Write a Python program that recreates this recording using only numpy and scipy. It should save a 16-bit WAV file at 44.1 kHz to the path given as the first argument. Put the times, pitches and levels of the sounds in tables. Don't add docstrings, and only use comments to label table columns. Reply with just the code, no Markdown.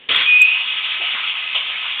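import sys
import numpy as np
from scipy import signal
from scipy.fft import rfft, irfft
from scipy.io import wavfile

SR = 44100
rng = np.random.default_rng(int(sys.argv[2]) if len(sys.argv) > 2 else 0)


def pcm_store(signal):
    levels = np.round(np.clip(np.atleast_2d(signal), -1, 1) * 32767)
    wavfile.write(sys.argv[1], SR, levels.astype(np.int16).T)


N = 88200
T = np.arange(N) / SR
SHOT_S = 0.088


def blast(rise_s=0.004):
    # freq_hz, density_db
    burst_spectrum = [(30, -29.5), (160, -29.5), (350, -24), (800, -24), (1050, -11), (1600, -10),
                      (2150, -4), (2400, -4), (3000, -5.5), (3500, -2), (4500, -2)]
    # freq_hz, density_db
    thump_spectrum = [(25, -4), (60, -1.5), (150, -6), (400, 4), (600, 4.5), (1000, -10), (2000, -28.5)]
    rush = unit(colour(turbulence(patchy_db=1.5, rate_hz=70), burst_spectrum))
    sputter = amp(1.4 * drift(rate_hz=120))
    thump = unit(colour(noise(), thump_spectrum))
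    crack = unit(colour(noise(), burst_spectrum))
    return (amp(-17.5) * rush * sputter * envelope(SHOT_S, rise_s, hold_s=0.13, t60_s=0.21)
            + amp(-35.5) * thump * envelope(SHOT_S, rise_s, hold_s=0.023, t60_s=0.16)
            + amp(-20.5) * crack * envelope(SHOT_S, rise_s, hold_s=0, t60_s=0.06))


def spray(drops_per_s=170):
    # freq_hz, density_db
    spectrum = [(25, -27.5), (65, -33.5), (160, -40.5), (300, -45), (570, -26.5), (900, -16), (1200, -17),
                (1700, -12.5), (2100, -6.5), (2600, -0.5), (3000, -2.5), (3500, -2), (4500, -6)]
    # time_s, level_db
    flow = [(0.09, -27.5), (0.25, -21.5), (0.43, -26.5), (0.6, -22), (0.8, -22), (0.95, -22.5), (1.05, -22),
            (1.27, -23.5), (1.45, -23.5), (1.53, -22.5), (1.62, -26.5), (1.71, -22), (1.81, -25),
            (2.0, -23.5)]
    hiss = unit(colour(turbulence(patchy_db=2.5, rate_hz=14), spectrum))
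    drops = (rng.random(N) < drops_per_s / SR) * np.sign(noise())
    drops *= amp(-3 * np.minimum(rng.exponential(1, N), 4))
    jet = hiss + amp(-11) * unit(colour(drops, spectrum)) + amp(-4.5) * can_ring(noise())
    flow_db = np.interp(T, *np.transpose(flow)) + 0.77 * drift(rate_hz=22)
    return unit(jet) * amp(flow_db) * (T > SHOT_S)


def whistle(waver_hz=7, flutter_db=0.3):
    # time_s, pitch_hz, level_db
    contour = [(0.252, 2500, -38), (0.263, 2478, -19), (0.292, 2482, -12), (0.33, 2470, -11),
               (0.374, 2484, -9.4), (0.385, 2496, -16), (0.4, 2496, -11), (0.409, 2528, -14.5),
               (0.417, 2504, -5.2), (0.427, 2497, -6.3), (0.438, 2498, -11.5), (0.456, 2493, -10.5),
               (0.473, 2530, -23), (0.484, 2520, -13.5), (0.5, 2480, -18), (0.55, 2520, -24),
               (0.59, 2545, -21), (0.62, 2490, -32), (0.66, 2540, -55)]
    time_s, pitch_hz, level_db = np.transpose(contour)
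    tone_hz = np.interp(T, time_s, pitch_hz) + waver_hz * drift(rate_hz=87)
    tone_db = np.interp(T, time_s, level_db) + flutter_db * drift(rate_hz=110)
    sounding = (T > time_s[0]) * (T < time_s[-1])
    return np.sqrt(2) * amp(tone_db) * sounding * np.sin(2 * np.pi * np.cumsum(tone_hz) / SR)


def squeals_and_light_knock():
    # start_s, length_s, pitch_hz, half_width_hz, level_db
    bands = [(0.108, 0.014, 3060, 97, -15), (0.115, 0.06, 3330, 110.3, -19), (0.158, 0.027, 3468, 120, -18),
             (0.185, 0.1, 3305, 90, -19.5), (0.287, 0.32, 2583, 163, -21.5),
             (0.461, 0.19, 2830, 142.4, -24.5), (0.587, 0.25, 2897, 171, -30.5),
             (0.674, 0.062, 2523, 35.24, -26), (1.397, 0.19, 2542, 25, -32),
             (1.734, 0.046, 2225, 220, -28.5)]
    out = np.zeros(N)
    for start_s, length_s, pitch_hz, half_width_hz, level_db in bands:
        progress = np.clip((T - start_s) / length_s, 0, 1)
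        arch = np.sqrt(abs(np.sin(np.pi * progress)))
        out += amp(level_db) * arch * unit(resonate(noise(), pitch_hz, half_width_hz))
    return out


def knocks(rise_s=0.0012, contacts_per_s=290, rattle_depth_db=10):
    # start_s, level_db, hold_s, t60_s, centre_hz, sigma_octaves, relative_ring_db
    hits = [(0.995, -48.5, 0.041, 0.089, 386, 0.18, 11.5), (1.006, -41.5, 0.038, 0.16, 735, 0.28, 6.5),
            (1.149, -27.5, 0.049, 0.067, 1750, 0.68, -7.5), (1.145, -49.5, 0.014, 0.032, 300, 0.9, -2),
            (1.232, -33, 0.028, 0.046, 1328, 0.14, 0), (1.546, -20.5, 0.027, 0.56, 3004, .28, -11),
            (1.547, -35, 0.015, 0.31, 886, .65, -7), (1.843, -35.5, 0.026, 0.15, 1350, 0.66, -2.5)]
    out, ring = np.zeros(N), can_ring(noise())
    for start_s, level_db, hold_s, t60_s, centre_hz, sigma_octaves, relative_ring_db in hits:
        contact_hz = contacts_per_s * (1 + 0.49 * drift(rate_hz=160))
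        contacts = np.cumsum(contact_hz * (T > start_s + rise_s)) / SR
        rattle = noise() * amp(-rattle_depth_db * (contacts % 1)) * (T > start_s)
        clatter = filtered(
            rattle, lambda f: np.exp(-0.5 * (np.log2((f + 1) / centre_hz) / sigma_octaves) ** 2))
        clatter /= np.std(clatter[T > start_s])
        knock = clatter + amp(relative_ring_db) * ring
        out += amp(level_db) * envelope(start_s, rise_s, hold_s, t60_s) * knock
    return out


def can_ring(drive):
    # pitch_hz, half_width_hz, relative_db
    modes = [(1040, 40, -17), (1268, 45, -9), (1530, 50, -16), (2075, 50, -8), (2315, 35, -4),
             (2560, 45, 0), (2824, 25, -3), (2927, 25, -3), (3092, 25, -4), (3326, 25, -6)]
    return unit(sum(amp(db) * unit(resonate(drive, hz, half_width_hz))
                    for hz, half_width_hz, db in modes))


def garage(x, echoes_per_s=2000):
    echoes = noise() * (rng.random(N) < echoes_per_s / SR)
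    tail = echoes * envelope(start_s=0.0017, rise_s=0.0047, hold_s=0, t60_s=0.4)
    return signal.fftconvolve(x, tail / np.linalg.norm(tail))[:N]


def workshop_noise():
    # freq_hz, density_db
    spectrum = [(30, -20), (100, -10.5), (230, -6), (340, -7), (425, -4), (560, -4.5), (750, -10),
                (1300, -8.5), (2200, -0.5), (2800, 4.5), (3500, 1), (4500, -5)]
    return amp(-40.5) * unit(colour(noise(), spectrum))


def turbulence(patchy_db, rate_hz):
    white = noise()
    centres_hz, spacing_hz = np.linspace(0, SR / 10, 9, retstep=True)
    out = np.zeros(N)
    for centre_hz in centres_hz:
        band = filtered(white, lambda f: np.maximum(1 - abs(f - centre_hz) / spacing_hz, 0))
        out += band * amp(patchy_db * drift(rate_hz))
    return unit(out)


def drift(rate_hz):
    return unit(filtered(noise(), lambda f: np.exp(-(f / rate_hz) ** 2)))


def envelope(start_s, rise_s, hold_s, t60_s):
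    age_s = T - start_s
    return np.clip(age_s / rise_s, 0, 1) * amp(-60 * np.maximum(age_s - hold_s, 0) / t60_s)


def resonate(x, pitch_hz, half_width_hz):
    return filtered(x, lambda f: 1 / (1 + 1j * (f - pitch_hz) / half_width_hz) ** 2)


def colour(x, points):
    freq_hz, gain_db = np.transpose(points)
    return filtered(x, lambda f: amp(np.interp(np.log(f + 1), np.log(freq_hz), gain_db)))


def filtered(x, gain):
    return irfft(rfft(x, 2 * N) * gain(np.fft.rfftfreq(2 * N, 1 / SR)))[:N]


def noise():
    return rng.standard_normal(N)


def amp(db):
    return 10 ** (np.asarray(db) / 20)


def unit(x):
    return x / np.sqrt(np.mean(x ** 2) + 1e-20)


def scene():
    can = blast() + spray() + squeals_and_light_knock() + knocks()
    tone = whistle()
    reflections = garage(amp(-9.5) * can + amp(-28) * tone)
    return (can + tone + reflections + workshop_noise())[None]


def record(dry, clip_at=0.74, cutoff_hz=16000):
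    # freq_hz, gain_db
    response = [(3450, 0.5), (3680, -4.5), (3850, -14.5), (4020, -20), (4350, -23.5), (4560, -31.5),
                (4720, -74.5), (5200, -100)]
    clipped = np.clip(colour(dry[0], response), -clip_at, clip_at)
    lowpass = signal.firwin(511, cutoff_hz, window=("kaiser", 9), fs=SR)
    return signal.oaconvolve(clipped, lowpass, "same")[None]


dry = scene()
out = record(dry)
pcm_store(out)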